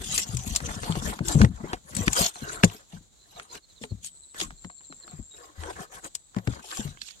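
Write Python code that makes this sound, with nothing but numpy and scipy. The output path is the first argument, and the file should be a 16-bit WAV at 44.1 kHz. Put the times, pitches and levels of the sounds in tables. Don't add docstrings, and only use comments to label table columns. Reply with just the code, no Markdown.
import sys
import numpy as np
from scipy import signal
from scipy.fft import rfft, irfft, next_fast_len
from scipy.io import wavfile
from scipy.ndimage import uniform_filter1d

SR = 44100
rng = np.random.default_rng(int(sys.argv[2]) if len(sys.argv) > 2 else 0)


def wav_record(signal):
    frames = np.transpose(np.atleast_2d(signal))
    bounded = np.clip(frames, -1, 1)
    quanta = np.round(bounded * 32767).astype(np.int16)
    wavfile.write(sys.argv[1], SR, quanta)


N = 317515

# frequency in Hz, gain in dB.
FIELD_TONE = [(15, -61), (40, -2.5), (190, -15.5), (1300, -25.5), (2800, -30), (4000, -17), (5200, -29),
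              (7300, -13), (9500, -33.5), (16000, -39)]
STRAW_TONE = [(1200, -23.5), (3200, 2.5), (5500, -1.5), (7300, 5.5), (10000, -7), (16000, -23)]
SOIL_TONE = [(150, -39), (300, -7.5), (750, -7), (1100, -4), (1900, -8), (4500, -45.5)]
GROUND_TONE = [(12, -30.5), (40, 4.5), (110, -3), (210, 2), (400, -22.5), (900, -55.5)]
# middle in seconds, length in seconds, level in dB, straw over soil in dB.
STROKES = [(0.046, 0.27, -44.5, 4), (0.165, 0.12, -43, 16), (0.256, 0.22, -49, 5.5),
           (0.479, 0.26, -46.5, 10), (0.7, 0.15, -35.5, -0.5), (0.879, 0.17, -39.5, 0),
           (0.968, 0.065, -36, 1), (1.082, 0.13, -33, -2), (1.31, 0.11, -37.5, 4), (1.415, 0.093, -38.5, 4),
           (1.62, 0.19, -47, -11), (1.711, 0.11, -46, -3.5), (2.038, 0.22, -38.5, 0),
           (2.213, 0.12, -29.5, 7.5), (2.408, 0.2, -54.5, 7), (2.515, 0.16, -37, -2.5),
           (2.712, 0.18, -45.5, -0.5), (2.941, 0.08, -53, 4), (3.384, 0.17, -51.5, -1),
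           (3.544, 0.062, -41.5, -2), (3.836, 0.035, -45.5, 1.5), (4.059, 0.049, -68, 32),
           (4.415, 0.079, -40, 8), (5.109, 0.19, -54, -5.5), (5.426, 0.16, -48.5, -6),
           (5.666, 0.15, -39, -6), (5.809, 0.08, -37.5, -9), (5.954, 0.075, -41, -6),
           (6.054, 0.046, -42.5, -1.5), (6.376, 0.042, -39.5, -19), (6.543, 0.18, -47, -3.5),
           (6.764, 0.23, -44, 6), (7.063, 0.15, -71, 24)]
# time in seconds, rumble over soil in dB.
STROKE_DEPTH = [(0, 3), (2.0, 6.5), (2.22, -9), (5.13, -4.5), (5.45, -21)]
# resonance in Hz, width in Hz, gain in dB.
TRAY_MODES = [(333, 450, 0), (721, 43, 5), (1057, 110, -3.5), (1500, 180, -4)]
# time in seconds, level in dB, pitch in Hz.
SNAPS = [(0.179, -11.5, 6870), (0.2, -20.5, 7440), (0.348, -30, 7900), (0.37, -21, 7400),
         (0.551, -24, 5300), (0.5615, -8, 7460), (0.604, -31, 1500), (0.833, -27.5, 910),
         (0.9235, -25, 3200), (0.955, -30.5, 920), (1.191, -31, 1320), (1.2841, -18, 7500),
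         (1.4162, -12, 1460), (1.4476, -18.5, 1690), (1.732, -26, 725), (1.9506, -23.5, 8000),
         (1.967, -19, 7900), (2.0805, -12, 1800), (2.1315, -16, 7200), (2.217, -14, 8600),
         (2.357, -37, 1030), (2.545, -36, 1500), (2.636, -8, 1800), (2.644, -10, 7070), (2.6505, -29, 6940),
         (2.699, -38.5, 2900), (3.398, -29.5, 1392), (3.554, -37, 1100), (3.8381, -31, 2170),
         (4.046, -30.5, 6600), (4.346, -39, 1003), (4.4019, -24, 3470), (4.413, -20, 3360),
         (4.5065, -37.5, 1240), (4.647, -39.5, 1330), (4.7, -43, 1090), (4.808, -52.5, 820),
         (4.9254, -38.5, 1260), (5.079, -41, 1230), (5.636, -32.5, 1500), (6.054, -36, 1330),
         (6.1514, -19, 7380), (6.347, -42, 1300), (6.365, -35.5, 800), (6.386, -37, 1100),
         (6.4744, -25.5, 1500), (6.537, -38.5, 1270), (6.714, -31, 3360), (6.772, -26, 6560),
         (6.973, -44.5, 1310), (7.0168, -27.5, 4240), (7.086, -37, 3930), (7.108, -34.5, 4440)]
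# start in seconds, level in dB, pitch in Hz, seconds to fade by 60 dB.
THUDS = [(0.287, -26.5, 111, 0.14), (0.336, -20, 122, 0.23), (0.512, -24, 58, 0.14),
         (0.892, -17, 158, 0.16), (0.968, -18.5, 128, 0.1), (1.205, -16.5, 128, 0.095),
         (1.348, -6.5, 143.4, 0.18), (1.37, -14.5, 177, 0.23), (1.401, -2.5, 90, 0.11),
         (1.436, -2, 117, 0.094), (1.641, -22, 180, 0.036), (2.004, -17, 93, 0.079),
         (2.075, -13.5, 90, 0.072), (2.205, -16, 170.4, 0.066), (2.423, -28, 134, 0.1),
         (2.635, -1, 168, 0.076), (2.929, -31.5, 158.6, 0.18), (3.81, -34.5, 208, 0.11),
         (3.834, -32, 417, 0.094), (3.909, -22.5, 98.7, 0.15), (4.414, -29, 306, 0.099),
         (4.447, -39, 43.7, 0.41), (4.647, -30.5, 172, 0.078), (4.897, -40.5, 259, 0.11),
         (5.13, -35.5, 146, 0.17), (5.188, -30, 95.4, 0.096), (5.575, -30.5, 78.4, 0.35),
         (6.363, -16.5, 182, 0.094), (6.472, -13, 116.5, 0.11), (6.79, -23, 203, 0.1),
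         (6.847, -24, 140.3, 0.16)]
# start in seconds, end in seconds, level in dB.
TWITTERS = [(2.284, 2.56, -50), (3.29, 3.36, -57), (3.5, 3.9, -56), (4.16, 4.29, -61.5), (4.575, 4.91, -60),
            (5.022, 5.09, -57)]
# start in seconds, length in seconds, level in dB, pitch in Hz.
HELD_NOTES = [(3.161, 0.13, -63.5, 4070), (5.297, 0.074, -51.5, 3800)]
# start in seconds, end in seconds, level in dB, pitch in Hz.
CICADA_CALLS = [(3.999, 4.549, -52, 7850), (4.495, 5.501, -51, 7430), (5.901, 6.354, -59.5, 7840)]
# time in seconds, left over right in dB.
DIGGING_PAN = [(1.9, -4.5), (2.3, -5), (3.39, -6), (3.602, -5.5), (6.9, -3.5), (7.019, -16.5)]
# frequency in Hz, left over right in dB.
STEREO_TILT = [(100, 12.5), (700, 9.5), (2500, 0.5), (8000, 10), (14000, 23.5)]


def amp(db):
    return 10 ** (np.asarray(db) / 20)


def unit_rms(x):
    return x / np.sqrt(np.mean(x ** 2) + 1e-20)


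def equalise(x, curve):
    points_hz, db = np.transpose(curve)
    size = next_fast_len(N)
    hz = np.fft.rfftfreq(size, 1 / SR)
    gain = amp(np.interp(np.log(hz + 1), np.log(points_hz + 1), db))
    return irfft(rfft(x, size) * gain, size)[..., :N]


def add(mix, start, sound, pan_db=0):
    part = mix[:, round(start * SR):][:, :sound.shape[-1]]
    part += sound[..., :part.shape[1]] * amp([[pan_db / 2], [-pan_db / 2]])


def resonate(x, hz, width_hz):
    turn = np.exp(2j * np.pi * np.cumsum(np.full(len(x), hz)) / SR)
    pole = np.exp(-np.pi * width_hz / SR)
    return 2 * (turn * signal.lfilter([1 - pole], [1, -pole], x / turn + 1e-18)).real


def drift(seconds, count=1):
    steps = rng.standard_normal((count, N // 64 + 2))
    slow = unit_rms(uniform_filter1d(steps, max(int(seconds * SR / 64), 2), axis=1))
    return np.repeat(slow, 64, axis=1)[:, :N]


def field_bed():
    level_db = -60 + 2.5 * drift(0.068)
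    return amp(level_db) * unit_rms(equalise(rng.standard_normal((2, N)), FIELD_TONE))


def grains(tone, per_s, spread_db, band_hz, q, clump_db, clump_s, spell_db, spell_s, shared):
    pitches = np.geomspace(*band_hz, 24)
    sizes = amp(spread_db * np.minimum(rng.exponential(1, (2, N)), 4))
    clicks = sizes * rng.choice([-1, 1], (2, N)) * (rng.random((2, N)) < per_s / SR)
    bit = rng.integers(0, len(pitches), (2, N))
    spells = np.take_along_axis(drift(spell_s, len(pitches)), bit, axis=0)
    clicks *= amp(spell_db * spells + clump_db * drift(clump_s))
    left, other = sum(signal.lfilter(*signal.iirpeak(hz, q, SR), clicks * (bit == k))
                      for k, hz in enumerate(pitches))
    right = shared * left + np.sqrt(1 - shared ** 2) * other
    return unit_rms(equalise(np.array([left, right]), tone))


def digging():
    straw = grains(STRAW_TONE, per_s=16000, spread_db=1.7, band_hz=(1200, 14300), q=24,
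                   clump_db=2.8, clump_s=0.012, spell_db=5.5, spell_s=0.05, shared=0.1)
    soil = grains(SOIL_TONE, per_s=8000, spread_db=2.5, band_hz=(300, 4500), q=18,
                  clump_db=3.6, clump_s=0.016, spell_db=6, spell_s=0.05, shared=0.5)
    soil = unit_rms(soil + 0.65 * np.array([foam_tray(side) for side in soil]))
    ground = grains(GROUND_TONE, per_s=400, spread_db=1.7, band_hz=(31, 400), q=3.5,
                    clump_db=4.8, clump_s=0.03, spell_db=7.04, spell_s=0.058, shared=0.96)
    t = np.arange(0, N + 64, 64) / SR
    middle, length, soil_db, straw_db = np.transpose(STROKES)
    swells = np.exp(-abs((t[:, None] - middle) / (0.33 * length)) ** 1.88)
    ground_db = soil_db + np.interp(middle, *np.transpose(STROKE_DEPTH))
    landed, thud_db, _, t60 = np.transpose(THUDS)
    age = t[:, None] - landed
    tails = (age > 0) * amp(-60 * abs(age) / (2.18 * t60))
    straw_power = swells @ amp(soil_db + straw_db) ** 2
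    soil_power = swells @ amp(soil_db) ** 2
    ground_power = swells @ amp(ground_db) ** 2 + tails ** 2 @ amp(thud_db - 14) ** 2
    layers = (straw, straw_power), (soil, soil_power), (ground, ground_power)
    return sum(layer * np.interp(np.arange(N) / SR, t, np.sqrt(power)) for layer, power in layers)


def foam_tray(x):
    return sum(amp(db) * resonate(x, hz, width) for hz, width, db in TRAY_MODES)


def snaps():
    mix, t = np.zeros((2, N)), np.arange(-400, 2200) / SR
    strain = np.where(t < 0, 0.7 * np.exp(t / 0.001) + 0.07 * np.exp(t / 0.006), 1)
    for time, db, hz in SNAPS:
        octaves = np.log2(hz / 1000)
        age = np.maximum(t, 0) / 1.354 ** octaves
        decay = np.exp(-age / 0.0015) + 0.12 * np.exp(-age / 0.005)
        noise = rng.standard_normal((3, len(t)))
        crack = (noise[0] + 1.6 * noise[:2]) * strain * decay
        ring = np.array([resonate(side, hz, width_hz=610) for side in crack])
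        ring += 0.3 * signal.lfilter(*signal.iirpeak(hz, 0.8, SR), crack)
        knock = foam_tray(noise[2] * (t > 0) * np.exp(-age / 0.009))
        knock_db = -8 - 18 * octaves
        snap = ring / abs(ring).max() + amp(knock_db) * knock / abs(knock).max()
        snap[1] = np.roll(snap[1], rng.integers(-7, 6))
        add(mix, time + t[0], amp(db) * snap)
    return equalise(mix, [(300, 8.5), (8000, 7.0), (16000, -18.5)])


def thuds():
    mix, t = np.zeros((2, N)), np.arange(SR // 3) / SR
    sag = 0.0036 * (1 - np.exp(-t / 0.0058))
    for start, db, hz, t60 in THUDS:
        swing = np.sin(2 * np.pi * hz * (t + sag)) * amp(-60 * t / t60)
        deep = 0.28 * np.sin(2 * np.pi * 0.61 * hz * t) * amp(-35 * t / t60)
        noise = rng.standard_normal(len(t))
        grit = resonate(resonate(noise, 2.1 * hz, 330), 2.1 * hz, 330)
        burst = 0.39 * unit_rms(grit) * np.exp(-t / 0.0089)
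        attack = 1 - np.exp(-(t / (0.044 * t60)) ** 2)
        add(mix, start, amp(db) * attack * (swing + deep + burst))
    return mix


def bird():
    mix, gap_s = np.zeros((2, N)), 0.0665
    notes = [(*row, 0) for row in HELD_NOTES]
    for first, last, db in TWITTERS:
        beats = np.arange(first, last + gap_s / 2, gap_s)
        for beat, (high, steep, loud) in zip(beats, rng.standard_normal((12, 3))):
            notes.append((beat - 0.015, 0.052, db + 2.2 * loud, 4300 + 80 * high, 700 + 220 * steep))
    for start, length, db, hz, fall_hz in notes:
        t = np.arange(0, length, 1 / SR)
        blur = 1 + 0.9 * unit_rms(uniform_filter1d(rng.standard_normal(len(t)), 160))
        pitch = hz - fall_hz * (t / length) ** 2
        whistle = np.sin(2 * np.pi * np.cumsum(pitch) / SR) * np.hanning(len(t))
        add(mix, start, amp(db) * blur * whistle, pan_db=-8)
    return mix


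def cicadas():
    mix, clicks_per_s = np.zeros((2, N)), 145
    for start, end, db, hz in CICADA_CALLS:
        t = np.arange(start, end, 1 / SR)
        throb = 0.15 + np.cos(np.pi * clicks_per_s * t) ** 4
        drive = rng.standard_normal((2, len(t))) * throb
        body = np.array([resonate(resonate(side, hz, 310), hz, 310) for side in drive])
        add(mix, start, amp(db) * unit_rms(body) * signal.windows.tukey(len(t), 0.3), pan_db=3)
    return mix


def scene():
    close = digging() + snaps() + thuds()
    pan_db = np.interp(np.arange(N) / SR, *np.transpose(DIGGING_PAN))
    close *= amp([pan_db / 2, -pan_db / 2])
    left = equalise(close[0], np.array(STEREO_TILT) * [1, 0.5])
    right = equalise(close[1], np.array(STEREO_TILT) * [1, -0.5])
    right = np.roll(right, 15)
    return np.array([left, right]) + cicadas() + bird() + field_bed()


def record(dry):
    ceiling, cutoff_hz = 0.97, 16450
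    rounded = ceiling * np.tanh(dry / ceiling)
    lowpass = signal.firwin(511, cutoff_hz, window=("kaiser", 9), fs=SR)
    return signal.oaconvolve(rounded, lowpass[None], "same")


dry = scene()
out = record(dry)
wav_record(out)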